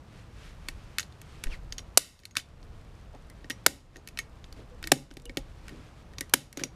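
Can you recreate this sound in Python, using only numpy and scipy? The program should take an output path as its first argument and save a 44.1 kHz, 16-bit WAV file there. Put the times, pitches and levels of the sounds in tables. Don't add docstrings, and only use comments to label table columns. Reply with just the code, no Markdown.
import sys
import numpy as np
from scipy import signal
from scipy.fft import rfft, irfft
from scipy.io import wavfile
from scipy.ndimage import uniform_filter1d, minimum_filter1d

SR = 44100
rng = np.random.default_rng(int(sys.argv[2]) if len(sys.argv) > 2 else 0)


def int16_out(signal):
    q = np.round(np.clip(np.atleast_2d(signal).T, -1, 1) * 32767)
    wavfile.write(sys.argv[1], SR, q.astype(np.int16))


N = 297675

# f/Hz, relative level per Hz/dB
ECHO_SPECTRUM = [(300, 3), (900, -9.5), (1500, -5), (3000, -0.5), (11000, -2.5), (14000, -11.5),
                 (16000, -20.5)]


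def amp(db):
    return 10 ** (np.asarray(db) / 20)


def coloured(spectrum, size):
    hz, level_db = np.transpose(spectrum)
    bins = np.maximum(np.arange(size // 2 + 1) * SR / size, 1)
    weights = amp(np.interp(np.log(bins), np.log(hz), level_db))
    x = irfft(rfft(rng.standard_normal(size)) * weights, size)
    return x / x.std()


def drift(rate_hz):
    knots = rng.standard_normal(int(N / SR * rate_hz) + 2)
    return np.interp(np.arange(N) / SR * rate_hz, np.arange(len(knots)), knots)


def band(x, low_hz, high_hz):
    sos = signal.butter(2, [low_hz, high_hz], "band", fs=SR, output="sos")
    return signal.sosfilt(sos, x + 1e-18)


def swell(middle_s, length_s):
    return np.exp(-8 * ((np.arange(N) / SR - middle_s) / length_s) ** 2)


def resonate(force, hz, width_hz):
    r, w = np.exp(-np.pi * width_hz / SR), 2 * np.pi * hz / SR
    return signal.lfilter([0, np.sin(w)], [1, -2 * r * np.cos(w), r * r], force + 1e-18)


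def struck(modes, at, level_db, centre_hz, db_per_octave, spread_db, force):
    out = np.zeros(N)
    luck = rng.standard_normal((len(at), len(modes)))
    for k, (hz, width_hz, mode_db) in enumerate(modes):
        octaves_off = np.abs(np.log2(hz / centre_hz))
        blow_db = level_db - db_per_octave * octaves_off + spread_db * luck[:, k]
        blows = force.copy()
        np.add.at(blows, at, amp(blow_db))
        out += (-1) ** k * amp(mode_db) * resonate(blows, hz, width_hz)
    return out


def pushes(rows, width):
    out = np.zeros(N)
    for middle_s, length_s, level_db, hz in rows:
        dull = band(rng.standard_normal(N), hz * (1 - width / 2), hz * (1 + width / 2))
        out += amp(level_db) * swell(middle_s, length_s) * dull / dull.std()
    return out


def room_tone():
    # f/Hz, relative level per Hz/dB
    air_spectrum = [(35, -28.5), (60, 2.5), (145, -4.5), (285, -15.5), (333, -13.5), (373, -19), (418, -16),
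                    (1180, -23), (2430, -38), (13200, -54)]
    return amp(-50.5 + 0.54 * drift(3.7)) * coloured(air_spectrum, size=N)


def handling_rumble():
    # f/Hz, relative level per Hz/dB
    rumble_spectrum = [(12, -16.5), (22, 16), (50, 16.5), (100, -3.5), (170, -49)]
    # t/s, level/dB
    handling_curve = [(0.0, -58), (0.75, -46), (1.11, -62), (1.52, -42.5), (2.2, -58), (2.74, -49.5),
                      (4.06, -55), (5.32, -45.5), (5.51, -48), (6.47, -56.5), (6.75, -55.5)]
    times_s, levels_db = np.transpose(handling_curve)
    level_db = np.interp(np.arange(N) / SR, times_s, levels_db)
    return amp(level_db + 1.2 * drift(6)) * coloured(rumble_spectrum, size=N)


def cloth():
    # f/Hz, relative level per Hz/dB
    hiss_spectrum = [(500, -21.5), (1200, -0.5), (2500, -2), (5000, -8.5), (9000, -16.5), (13200, -25.5),
                     (13800, -67)]
    # middle t/s, length/s, level/dB
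    cloth_sweeps = [(0.176, 0.14, -62), (0.442, 0.19, -61.5), (0.775, 0.88, -70.5), (1.35, 0.31, -64),
                    (1.443, 0.022, -49), (1.533, 0.077, -51.5), (3.965, 0.088, -68), (4.586, 0.091, -71.5),
                    (4.886, 0.029, -59), (5.741, 0.44, -65), (6.602, 0.067, -46)]
    sweeps = np.full(N, amp(-65.5))
    for middle_s, length_s, level_db in cloth_sweeps:
        sweeps += amp(level_db) * swell(middle_s, length_s)
    catches = band(rng.standard_normal(N), 40, 270)
    flicker_db = 1.1 * drift(24) + 1.0 * catches / catches.std()
    return sweeps * amp(flicker_db) * coloured(hiss_spectrum, size=N)


def ticks():
    per_s, floor_db, spread_db, t60_s = 10, -58.5, 0.5, 0.015
    heights = amp(floor_db + spread_db * np.minimum(rng.exponential(1, N), 3))
    born = (rng.random(N) < per_s / SR) * heights
    envelope = signal.lfilter([1], [1, -amp(-60 / (t60_s * SR))], born + 1e-18)
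    return band(envelope * rng.standard_normal(N), 1800, 9000)


def contacts():
    # t/s, blow level/dB, frame knock before the common knock gain/dB, brightness/dB,
    # ring centre f/Hz, knock centre f/Hz, rise/s, rattle t60/s
    shots = [(1.9737, 1, -36, 1.5, 6320, 566.6, .0005, 0.47),
             (3.6623, -3, -13, -2.5, 2830, 465, 0.0012, 0.35),
             (4.9167, -0.5, -9, -5, 2230, 343, .0026, 0.33),
             (6.3359, -3.5, -15.5, -0.5, 4030, 352, 0.0026, 0.34)]
    # t/s, level/dB, frame knock before the common knock gain/dB,
    # brightness before the click treble gain/dB, ring centre f/Hz
    clicks = [(0.6848, -21, -21.5, -11.5, 2350), (0.9833, -15.5, -44, -8, 2440),
              (0.9946, -18.5, -38, -19, 6200), (1.003, -27.5, -42, -10, 1450), (1.028, -33, -36, -21, 4390),
              (1.123, -47, -24, -20, 3570), (1.2151, -39.5, -16, -3, 2450), (1.4377, -24, -25, -6, 1450),
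              (1.457, -49, -20, -20, 1860), (1.4684, -36.5, -5, -31, 1890), (1.48, -46, -7, -26, 1670),
              (1.723, -24, -25, -21.5, 4630), (1.781, -25.5, -39, -15.5, 5460),
              (1.7906, -33.5, -26.5, -24, 3970), (2.1903, -40, -16.5, -11.5, 4170),
              (2.199, -47, -23, -4, 8700), (2.2338, -38, -10.5, -15, 2240), (2.2528, -23.5, -34, -8, 4250),
              (2.3094, -41, -29, -11, 6530), (2.3533, -25, -37, -16, 1586), (2.3638, -21, -36, -20, 1580),
              (2.3678, -6.5, -41, -12.5, 3450), (2.3816, -20.5, -34, -18, 1440),
              (2.392, -33, -33, -13, 1520), (2.3976, -28, -36, -22, 3390),
              (2.6275, -45.5, -10.5, -33.5, 3550), (3.1486, -47.5, 2, -37.5, 1570),
              (3.2989, -47.5, -7, 0, 1977), (3.443, -41, -2, -26, 1860), (3.4986, -29, -8.5, -1, 1640),
              (3.5034, -22, -35, -22.5, 1864), (3.509, -29.5, -20, -13.5, 2830),
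              (3.9583, -36, -8, -17.5, 1830), (3.967, -41, -1.5, -8.5, 6550),
              (4.0736, -34.5, -25.5, -1, 2200), (4.086, -35.5, -25, -6, 2620),
              (4.1729, -27, -30, -22, 2530), (4.1882, -17.5, -31.5, -11.5, 2096),
              (4.4412, -40, -25, -30, 3400), (4.5253, -39.5, -13, -10, 4420),
              (4.827, -32.5, -27, -9.5, 1480), (4.8393, -24, -19.5, -28, 2590),
              (4.872, -27.5, -29, -2, 1750), (5.105, -44, -3, -19, 4670), (5.111, -33, -4, -33, 1480),
              (5.138, -46.5, -18, 0, 8800), (5.1688, -29, -5, -12, 4080), (5.1973, -44, -2, -9, 3280),
              (5.219, -47.5, -15, -5, 7400), (5.254, -36, -8.5, -0.5, 3120), (5.2943, -31.5, -5, -31, 2203),
              (5.3707, -15.5, -7.5, -12.5, 2870), (5.6809, -35, -21, -12, 1740),
              (5.692, -38, -17, -15, 2230), (6.1345, -45.5, -15.5, -15, 1950),
              (6.1828, -26, -17.5, -14.5, 4720), (6.2079, -23, -13.5, -1.5, 1760),
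              (6.295, -46.5, -10, 1, 4100), (6.527, -35.5, -28.5, -2.5, 1630),
              (6.572, -22.5, -5.5, -8.5, 6530), (6.5946, -27.5, -32, -15, 1640),
              (6.601, -38, -21, -12, 3570), (6.612, -37.5, 7.5, -17, 1580), (6.6357, -14.5, -17, -14, 6510)]
    rebounds = [(s + 0.019, db - 26.5, -26, -9.5, 3900) for s, db, *_ in shots]
    shot_rest = (0.014, -15.5, 0.0041, -33.5)
    click_rest = (304, 0.00092, 0.1, 0.016, -2, 0.001, -24.5)
    rows = [tuple(row) + shot_rest for row in shots]
    rows += [tuple(row) + click_rest for row in list(clicks) + rebounds]
    return np.array(rows).T, len(shots)


def metal_chatter(body, edge, deep, grit):
    middle = band(band(grit * body, 1250, 5500), 1000, 8200)
    treble = band(band(rng.standard_normal(N) * edge, 4200, 14000), 2000, 13000)
    low = amp(0.5) * band(rng.standard_normal(N) * deep, 380, 1400)
    return middle + treble + low


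def staple_rattle(loose, thin):
    grains = band(rng.standard_normal(N), 30, 310)
    jostle = amp(0.5 * grains / grains.std()) * coloured(ECHO_SPECTRUM, size=N)
    treble = band(jostle, 6000, 18000)
    return loose * (jostle - treble) + thin * treble


def steel_ring(at, level_db, centre_hz, force):
    # f/Hz, bandwidth/Hz, relative level/dB
    steel_modes = [(1520, 120, -5), (1860, 55, -4), (2230, 75, -5), (2600, 110, -6), (3080, 110, -6),
                   (3570, 150, -3), (4150, 150, -4), (4600, 130, -5), (5750, 80, -8), (6520, 95, -6),
                   (7400, 130, -9), (8800, 100, -12), (11200, 100, -13)]
    return struck(steel_modes, at, level_db, centre_hz, 17, 3.0, force)


def frame_knock(at, level_db, centre_hz, force):
    # f/Hz, bandwidth/Hz, relative level/dB
    frame_modes = [(141, 13, -7.5), (260, 52.65, -3), (334, 160, 1), (486, 150, -5), (550.8, 34, -12.5),
                   (795, 67, -13)]
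    return band(struck(frame_modes, at, level_db, centre_hz, 7.0, 2.4, force), 180, 2800)


def stapler():
    columns, shot_count = contacts()
    (s, peak_db, knock_db, bright_db, centre_hz, knock_hz,
     rise_s, rattle_t60_s, t60_s, ring_db, travel_s, rattle_db) = columns
    click_treble_db, common_knock_db = 3, 8.5
    treble_dies_faster = 1.3
    at, t = np.round(s * SR).astype(int), np.arange(SR // 2) / SR
    body, deep, edge, loose, thin, shudder = envelopes = np.zeros((6, N + len(t)))
    for k, i in enumerate(at):
        is_shot = k < shot_count
        span = slice(i, i + len(t))
        fade = np.maximum(t - travel_s[k], 0) / t60_s[k]
        burst = amp(peak_db[k] - 60 * fade) * np.minimum(t / rise_s[k], 1) ** 2
        builds_s = 0.0075 if is_shot else 0.004
        after = amp(peak_db[k] + rattle_db[k] - 60 * t / rattle_t60_s[k])
        after *= np.minimum(t / builds_s, 1) ** 2
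        body[span] += burst
        deep[span] += burst * is_shot
        edge[span] += burst * amp(bright_db[k] + (0 if is_shot else click_treble_db))
        loose[span] += after
        thin[span] += after * amp(-60 * (treble_dies_faster - 1) * t / rattle_t60_s[k])
        shudder[span] += after * amp(knock_db[k])
    body, deep, edge, loose, thin, shudder = envelopes[:, :N]

    grit = rng.standard_normal(N)
    chatter = metal_chatter(body, edge, deep, grit)
    rattle = staple_rattle(loose, thin)
    contact = at + np.round(rise_s * SR).astype(int)
    steel_force = amp(-53) * grit * (body - deep) + amp(-31.5) * rattle
    ring = steel_ring(contact, peak_db + ring_db, centre_hz, steel_force)
    frame_force = amp(-2.5) * rng.standard_normal(N) * shudder
    knock = frame_knock(contact, peak_db + knock_db + common_knock_db, knock_hz, frame_force)
    return chatter + rattle + ring + knock


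def room(x):
    t60_s, onset_s = 0.22, 0.0057
    t = np.arange(SR // 2) / SR
    reply = coloured(ECHO_SPECTRUM, size=len(t)) * amp(-60 * t / t60_s)
    reply *= np.minimum(t / onset_s, 1) ** 2
    return signal.fftconvolve(x, reply / np.sqrt(np.sum(reply ** 2)))[:N]


def scuffs():
    # middle t/s, length/s, level/dB, centre f/Hz
    palm_pushes = [(1.476, 0.35, -58.5, 403), (3.15, 0.043, -51, 690), (3.975, 0.071, -52, 358),
                   (4.593, 0.083, -49, 336), (5.75, 0.18, -50, 280), (6.633, 0.11, -43, 332)]
    return pushes(palm_pushes, 0.78)


def cushion():
    # t/s, initial level/dB, f/Hz, t60/s
    heaves = [(1.461, -20, 21, .26)]
    out = np.zeros(N)
    for s, peak_db, hz, t60_s in heaves:
        t = np.maximum(np.arange(N) / SR - s, 0)
        out -= amp(peak_db - 60 * t / t60_s) * np.sin(2 * np.pi * hz * t)
    return out


def squeak():
    middle_s, length_s, level_db = 1.532, 0.055, -43
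    middle_hz, octaves_per_s, overtone_db = 2390, -15.5, -13
    since = np.clip(np.arange(N) / SR - middle_s, -length_s, length_s)
    hz = middle_hz * 2 ** (octaves_per_s * since)
    scratch = band(rng.standard_normal((2, N)), 65, 560)
    scratch /= scratch.std()
    phase = 2 * np.pi * np.cumsum(hz * (1 + 0.035 * scratch[0])) / SR
    tone = np.sin(phase) + amp(overtone_db) * np.sin(2 * phase)
    return amp(level_db) * swell(middle_s, length_s) * (1 + 0.55 * scratch[1]) * tone


def lingering_rings():
    # t/s, level/dB, f/Hz
    ring_onsets = [(1.784, -46, 5660), (2.31, -51, 6580), (3.302, -54, 2040), (3.51, -41.5, 5750),
                   (3.512, -45, 1940), (3.969, -54, 6500), (4.19, -41, 6480), (4.193, -39, 2180),
                   (5.257, -46, 2900), (6.212, -41, 1954)]
    out = np.zeros(N)
    for s, peak_db, hz in ring_onsets:
        impulse = np.zeros(N)
        impulse[round(s * SR)] = amp(peak_db)
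        out += resonate(impulse, hz, width_hz=28)
    flutter = band(rng.standard_normal(N), 30, 150)
    return out * amp(5 * flutter / flutter.std())


def groans():
    # middle t/s, length/s, level/dB, centre f/Hz
    frame_groans = [(4.74, 0.069, -52, 487), (4.87, 0.061, -49, 332), (5.29, 0.11, -48.5, 483)]
    return pushes(frame_groans, 0.07)


def scene():
    background = room_tone() + handling_rumble() + cloth() + scuffs() + groans()
    tool = ticks() + stapler() + squeak() + lingering_rings()
    return (tool + amp(-25) * room(tool) + cushion() + background)[None]


def record(dry):
    duck_above_db, duck_share = -13.5, 0.71
    hold_s, release_db_per_s, attack_s = 0.19, 19.5, 0.0015
    level_db = 20 * np.log10(np.sqrt(uniform_filter1d(dry[0] ** 2, size=64) + 1e-12))
    over_db = duck_share * np.maximum(level_db - duck_above_db, 0)
    hold = int(hold_s * SR)
    held_db = -minimum_filter1d(-over_db, hold, origin=(hold - 1) // 2)
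    ramp = release_db_per_s * np.arange(N) / SR
    duck_db = np.maximum.accumulate(held_db + ramp) - ramp
    r = np.exp(-1 / (attack_s * SR))
    smooth_duck_db = signal.lfilter([1 - r], [1, -r], duck_db)
    clipped = np.clip(dry * amp(-smooth_duck_db), -0.8, 0.8)
    return signal.sosfilt(signal.cheby2(12, 70, 16500, fs=SR, output="sos"), clipped)


dry = scene()
out = record(dry)
int16_out(out)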